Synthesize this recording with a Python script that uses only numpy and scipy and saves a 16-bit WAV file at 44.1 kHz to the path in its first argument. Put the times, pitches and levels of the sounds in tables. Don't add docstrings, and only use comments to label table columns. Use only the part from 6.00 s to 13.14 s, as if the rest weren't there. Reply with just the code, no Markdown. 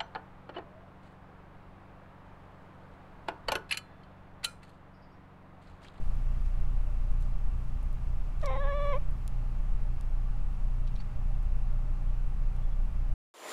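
import sys
import numpy as np
from scipy import signal
from scipy.fft import rfft, irfft
from scipy.io import wavfile

SR = 44100
rng = np.random.default_rng(int(sys.argv[2]) if len(sys.argv) > 2 else 0)


def wav_record(signal):
    frames = np.transpose(np.atleast_2d(signal))
    bounded = np.clip(frames, -1, 1)
    quanta = np.round(bounded * 32767).astype(np.int16)
    wavfile.write(sys.argv[1], SR, quanta)


N = 314874


def gain_of(db):
    return 10 ** (np.asarray(db) / 20)


def unit_rms(x):
    return x / np.sqrt(np.mean(x ** 2) + 1e-20)


def spectrum_db(points, hz):
    f, db = np.transpose(points)
    return np.interp(np.log(hz + 1), np.log(f + 1), db)


def follow(rows, t):
    times, *columns = np.transpose(rows)
    return [np.interp(t, times, column) for column in columns]


def resonance(hz, centre_hz, width_hz):
    return 1 / (1 + (2 * (hz - centre_hz) / width_hz) ** 2)


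def gaussian(x, centre, width):
    return np.exp(-((x - centre) / width) ** 2)


def filtered(x, gain):
    return irfft(rfft(x) * gain(np.fft.rfftfreq(len(x), 1 / SR)), len(x))


def wander(size, rate_hz):
    return unit_rms(filtered(rng.standard_normal(N), lambda f: (f > 0) * gaussian(f, 0, rate_hz)))[:size]


def add(mix, start_s, sound):
    part = mix[max(round(start_s * SR), 0):][:len(sound)]
    part += sound[:len(part)]


SHAFT_HARMONICS = [-29, -43.5, -58, -54.5, -58.5, -58.5, -78, -73, -76, -70.5]
# f/Hz, rms level/dB
HUMS = [(120, -47), (47.5, -53), (105.5, -63), (112.8, -56.5), (131, -61), (194, -68), (223.5, -72)]

def drone(shaft_hz=29.45, drift_cycles=.02, waver=.1):
    t = np.arange(N) / SR
    turns = shaft_hz * t + rng.random() + drift_cycles * wander(N, 3)
    out = np.zeros(N)
    for order, db in enumerate(SHAFT_HARMONICS, 1):
        out += gain_of(db) * (1 + waver * wander(N, .85)) * np.sin(2 * np.pi * order * turns)
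    for hz, db in HUMS:
        cycles = hz * t + rng.random() + 2 * drift_cycles * wander(N, 3)
        out += gain_of(db) * np.sin(2 * np.pi * cycles)
    return np.sqrt(2) * out


# f/Hz, relative level/dB
AIR_SPECTRUM = [(1, -18), (30, -14), (38, -27), (50, -22.5), (62, -16.5), (75, -26), (130, -33.5),
                (165, -36), (290, -45), (350, -49), (700, -51), (1250, -51), (1600, -57), (2700, -61),
                (3500, -68), (6000, -72.5), (10200, -76.5), (11500, -80), (16000, -82)]
# f/Hz, width/Hz, lift/dB
AIR_RESONANCES = [(258.5, 3.8, 6), (603, 18.5, 10.5), (804, 108, 6), (1161, 29, 5.5), (2710, 37, 5.5)]

def air(midband_db=-57, early_hiss_db=2.5, settle_s=.72):
    def colour(f):
        lift_db = sum(db * resonance(f, hz, width) for hz, width, db in AIR_RESONANCES)
        return gain_of(spectrum_db(AIR_SPECTRUM, f) + lift_db)

    rush = filtered(rng.standard_normal(N), colour)
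    midband = filtered(rush, lambda f: (f > 350) & (f < 3000))
    hiss = filtered(rush, lambda f: f / (f + 800))
    settling = gain_of(early_hiss_db * np.exp(-np.arange(N) / SR / settle_s))
    return gain_of(midband_db) / midband.std() * (rush + (settling - 1) * hiss)


# f/Hz, relative level/dB
RUMBLE_SPECTRUM = [(1, 0), (3, 0), (9, -11), (18, -16), (27, -12), (36, -23), (50, -26), (80, -50),
                   (300, -100)]

def rumble(rms_db=-31.5):
    noise = filtered(rng.standard_normal(N), lambda f: (f > 0) * gain_of(spectrum_db(RUMBLE_SPECTRUM, f)))
    return gain_of(rms_db) * unit_rms(noise)


# t/s, peak level/dB, tilt/(dB per octave)
TICKS = [(.157, -50, 1), (1.118, -49, 3), (1.2116, -47, 3), (1.2255, -41.5, -2), (1.830, -46, 6),
         (1.9297, -45, 13), (3.110, -49, 6), (3.2785, -28.5, -1), (4.011, -37.5, -3), (5.4295, -49, 1),
         (6.565, -48, 0)]
# f/Hz, relative level/dB
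TICK_SPECTRUM = [(500, -30), (2000, -14), (3600, -1), (5600, -7), (7100, -1), (8500, -3), (10300, 2),
                 (12000, -7), (14000, -10), (16000, -22)]

def ticks(scatter=.11, scatter_t60_s=.004):
    t, out = np.arange(2048) / SR, np.zeros(N)
    lead = len(t) // 2
    for start_s, db, tilt in TICKS:
        snap = (t == 0) + scatter * rng.standard_normal(len(t)) * gain_of(-60 * t / scatter_t60_s)
        snap = filtered(np.roll(snap, lead),
                        lambda f: gain_of(spectrum_db(TICK_SPECTRUM, f) + tilt * np.log2(f / SR + .01)))
        add(out, start_s - lead / SR, gain_of(db) * snap / abs(snap).max())
    return out


# t/s, duration/s, rms level/dB, centre f/Hz, width/Hz
NOISE_BURSTS = [(0.445, 0.044, -72, 5000, 6000), (1.195, 0.13, -76, 6000, 8000),
                (2.395, 0.069, -70, 6000, 7000), (2.459, 0.0036, -60, 9300, 6000),
                (2.78, 0.3, -78, 8500, 8000), (2.974, 0.076, -69, 2174, 1797),
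                (4.87, 0.026, -69, 3670, 1800), (4.959, 0.023, -66, 3700, 1800),
                (5.002, 0.007, -58, 1700, 1400), (5.003, 0.03, -68, 3200, 4000)]

def noise_bursts(grain_db=3):
    out = np.zeros(N)
    for start_s, length_s, db, centre_hz, width_hz in NOISE_BURSTS:
        progress = np.linspace(0, 1, int(length_s * SR))
        grains = rng.standard_normal(N)[:len(progress)] * gain_of(grain_db * wander(len(progress), 370))
        band = filtered(grains, lambda f: resonance(f, centre_hz, width_hz))
        add(out, start_s, gain_of(db) * unit_rms(band * np.sqrt(progress) * (1 - progress)))
    return out


# t/s, peak level/dB, lower edge f/Hz
SMACKS = [(2.4163, -42, 900), (2.4592, -32.5, 3900), (2.4645, -42, 5100), (2.963, -49, 1100),
          (4.872, -52, 2200), (4.8769, -43.5, 1400), (4.957, -48, 3000), (4.963, -46, 1900),
          (5.005, -44, 900)]
# f/Hz, relative level/dB, T60/s
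CAVITY_MODES = [(2100, -18, .01), (4000, 9.5, .022), (4510, 5.5, 0.013), (5580, 7.5, 0.045),
                (7400, -1.5, 0.038), (9150, -10, 0.031)]

def smacks(ring_db=-15, snap_t60_s=.0021):
    t, out = np.arange(3000) / SR, np.zeros(N)
    snap = gain_of(-60 * t / snap_t60_s)
    for start_s, db, edge_hz in SMACKS:
        modes = sum(gain_of(mode_db) * np.sin(2 * np.pi * hz * t)
                    * (snap + gain_of(ring_db - 60 * t / t60)) for hz, mode_db, t60 in CAVITY_MODES)
        modes = signal.sosfilt(signal.butter(6, edge_hz, "high", fs=SR, output="sos"), modes)
        modes = signal.lfilter(*signal.butter(1, 2 * edge_hz, fs=SR), modes)
        add(out, start_s, gain_of(db) * modes / abs(modes).max())
    return out


TRILL_START_S, TRILL_END_S, CLEAR_NOTE_HZ = 2.422, 2.992, 580
# t/s, f/Hz
PITCH = [(2.428, 654), (2.444, 565.5), (2.453, 582.5), (2.467, 576), (2.481, 528.3), (2.52, 516.2),
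         (2.55, 521.7), (2.564, 567.3), (2.576, 530.6), (2.595, 548.4), (2.621, 576), (2.69, 568),
         (2.771, 584.3), (2.915, 574)]

def pitch(t, warble_start_s=2.54, warble_length_s=.36, depth_hz=32.3, dips_per_s=7.13, dips_per_s2=33.7):
    elapsed = np.clip(t - warble_start_s, 0, warble_length_s)
    beats = dips_per_s * elapsed + dips_per_s2 * elapsed ** 2 / 2
    dips = np.cos(np.pi * np.maximum(beats, .5)) ** 4
    warble_hz = depth_hz * np.sqrt(1 - elapsed / warble_length_s) * dips
    last_dip_hz = 71.8 * gaussian(t, centre=2.9435, width=.0147)
    flick_hz = 2100 * np.maximum(t - 2.967, 0)
    return follow(PITCH, t)[0] - warble_hz - last_dip_hz + flick_hz


# t/s, level/dB
EFFORT = [(2.44, -38), (2.556, -40), (2.65, -39.5), (2.715, -37), (2.78, -37), (2.893, -35), (2.975, -36.5)]

def envelope(t, attack_s=.012, release_s=.025):
    gate = np.clip(np.minimum((t - TRILL_START_S) / attack_s, (TRILL_END_S - t) / release_s), 0, 1)
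    return np.sin(np.pi / 2 * gate) ** 2 * gain_of(follow(EFFORT, t)[0])


# centre t/s, half duration/s, depth (0-1)
GURGLES = [(2.519, 0.019, 0.68), (2.561, 0.011, 0.93), (2.661, .026, 0.25), (2.944, 0.0062, 0.05),
           (2.97, .008, 0.15)]

def throatiness(t):
    sag_hz = np.maximum(CLEAR_NOTE_HZ - pitch(t), 0)
    gurgles = sum(depth * np.exp(-abs((t - centre) / half) ** 3) for centre, half, depth in GURGLES)
    doubling = np.clip(gurgles, 0, 1)
    onset = np.exp(-(t - TRILL_START_S) / .025)
    rasp = np.clip(.09 + .0034 * sag_hz + .2 * doubling + .7 * onset, 0, 1)
    return sag_hz, doubling, rasp


# f/Hz, gain/dB
THROAT_RESPONSE = [(60, -45), (200, -27), (330, -2.5), (500, -0.5), (830, 0), (1050, -0.5), (1170, -6),
                   (1400, -19), (1700, -20.5), (2300, -21), (2850, -28.5), (3200, -24.5), (3450, -29.5),
                   (3700, -28), (3980, -32), (4500, -53), (5200, -49), (5550, -37), (5680, -40),
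                   (5800, -44), (6100, -54), (9000, -59), (16000, -75)]
# t/s, f/Hz
MOUTH_FORMANT = [(2.44, 1890), (2.455, 2060), (2.485, 2180), (2.53, 2100), (2.56, 2020), (2.585, 1970),
                 (2.607, 1700), (2.703, 1720), (2.725, 2000), (2.8, 2030), (2.933, 2130), (2.946, 2360),
                 (2.965, 2300)]
# t/s, f/Hz, lift/dB
NASAL_FORMANT = [(2.45, 3700, 5), (2.52, 3680, 9.5), (2.59, 3800, 10.5), (2.64, 3500, 8), (2.68, 3480, 3),
                 (2.85, 3400, 7.5), (2.94, 3142, 4.5)]

def tract_db(t, f, parting_s=.011, shut_s=2.93, full_effort_db=-36.5):
    sag_hz, doubling, _ = throatiness(t)
    closed = np.exp(-(t - TRILL_START_S) / parting_s)
    db_per_octave = .13 * (follow(EFFORT, t)[0] - full_effort_db) - 3.5 * closed
    db_per_octave -= 90 * np.maximum(t - shut_s, 0)
    tilt_db = db_per_octave * np.log2(np.maximum(f / CLEAR_NOTE_HZ, 1))
    mouth_lift_db = (1 - closed) * (13.5 - 1.5 * doubling)
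    mouth_width_hz = 280 + 1.9 * sag_hz
    mouth_db = mouth_lift_db * resonance(f, follow(MOUTH_FORMANT, t)[0], mouth_width_hz)
    nose_hz, nose_lift_db = follow(NASAL_FORMANT, t)
    nose_db = nose_lift_db * resonance(f, nose_hz, width_hz=370)
    return spectrum_db(THROAT_RESPONSE, f) + tilt_db + mouth_db + nose_db


def flicker_db(t, f, depth_db=1.5, rate_hz=45, width_hz=380):
    clock = np.arange(SR) / SR + TRILL_START_S
    return depth_db * sum(np.interp(t, clock, wander(SR, rate_hz)) * gaussian(f, hz, width_hz)
                          for hz in (1700, 2300, 2900, 3450, 4000, 5700))


def minimum_phase(db):
    log_gain = np.log(gain_of(np.maximum(db, -100)))
    mirrored = np.concatenate([log_gain, log_gain[:, -2:0:-1]], axis=1)
    return np.exp(np.conj(signal.hilbert(mirrored, axis=1)))[:, :db.shape[1]]


# f/Hz, relative level/dB
TURBULENCE_SPECTRUM = [(200, -19), (330, 3), (600, -4), (950, -7), (1500, -27), (1950, 4), (2450, -13),
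                       (2900, -10), (3700, -13), (4400, -26), (5200, -31), (5680, -16), (6100, -31),
                       (9000, -37)]

def trill(pitch_jitter=.05, slip_cycles=.03, shimmer=.36, turbulence_db=-14):
    t, f = np.arange(TRILL_START_S, TRILL_END_S, 1 / SR), np.fft.rfftfreq(2048, 1 / SR)
    rasp = throatiness(t)[2]
    cycles = np.cumsum(pitch(t) * (1 + pitch_jitter * rasp * wander(len(t), 120))) / SR
    pulse_number = np.arange(1, int(cycles[-1]))
    pulse_s = np.interp(pulse_number, cycles, t)
    period_s = 1 / pitch(pulse_s)
    _, doubling, pulse_rasp = throatiness(pulse_s)
    swing = doubling * (-1.) ** pulse_number
    slip, wobble = rng.standard_normal((len(t), 2))[:len(pulse_s)].T
    unevenness = 1 + .62 * swing + shimmer * pulse_rasp * wobble
    strength = envelope(pulse_s) * unevenness * period_s * SR / np.sqrt(2)
    onset_samples = (pulse_s + period_s * (.12 * swing + slip_cycles * pulse_rasp * slip)) * SR
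    spectra = minimum_phase(tract_db(pulse_s[:, None], f) + flicker_db(pulse_s[:, None], f))
    fractional_delay = np.exp(-2j * np.pi * f * (onset_samples % 1)[:, None] / SR)
    rings = irfft(spectra * fractional_delay, axis=1) * strength[:, None]
    out = np.zeros(N)
    for sample, ring in zip(np.floor(onset_samples), rings):
        add(out, sample / SR, ring)
    puffs = rng.standard_normal(len(t)) * (1 + np.cos(2 * np.pi * cycles))
    turbulence = unit_rms(filtered(puffs, lambda f: gain_of(spectrum_db(TURBULENCE_SPECTRUM, f))))
    add(out, TRILL_START_S, gain_of(turbulence_db) * envelope(t) * rasp * turbulence)
    return out


def squeak(start_s=4.987, length_s=.034, rms_db=-63.5, start_hz=4330, rise_hz_per_s=7400, slip_hz=103):
    t, out = np.arange(0, length_s, 1 / SR), np.zeros(N)
    slips = np.sin(np.pi * t / length_s) * (1 - .66 * np.cos(2 * np.pi * slip_hz * t))
    hz = start_hz + rise_hz_per_s * t + 90 * wander(len(t), 400)
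    tone = np.sin(2 * np.pi * np.cumsum(hz) / SR)
    add(out, start_s, gain_of(rms_db) * unit_rms(slips * tone))
    return out


# t/s, duration/s, rms level/dB, f/Hz
PIPS = [(5.919, 0.084, -81, 4120), (6.05, .07, -78, 3270), (6.609, .06, -77, 3410), (6.705, .05, -76, 3400)]

def pips(waver_hz=30):
    out = np.zeros(N)
    for start_s, length_s, db, hz in PIPS:
        size = int(length_s * SR)
        cycles = np.cumsum(hz + waver_hz * wander(size, 60)) / SR
        add(out, start_s, gain_of(db) * unit_rms(np.hanning(size) * np.sin(2 * np.pi * cycles)))
    return out


def room(x, t60_s=.22, wet_db=-24, reflections_per_s=2000):
    t = np.arange(SR // 2) / SR
    signs = rng.choice([-1., 1.], len(t))
    arrivals = (rng.random(len(t)) < reflections_per_s / SR) * (t > .004)
    tail = signs * arrivals * gain_of(-60 * t / t60_s)
    return x + gain_of(wet_db) * signal.fftconvolve(x, tail / np.linalg.norm(tail))[:N]


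def scene():
    near = room(trill() + smacks() + ticks() + noise_bursts() + squeak())
    return (near + pips() + drone() + air() + rumble())[None]


def record(dry):
    low_pass = signal.cheby2(14, 45, 16500, fs=SR, output="sos")
    return signal.sosfiltfilt(low_pass, dry) * signal.windows.tukey(N, .0004)


dry = scene()
out = record(dry)
wav_record(out)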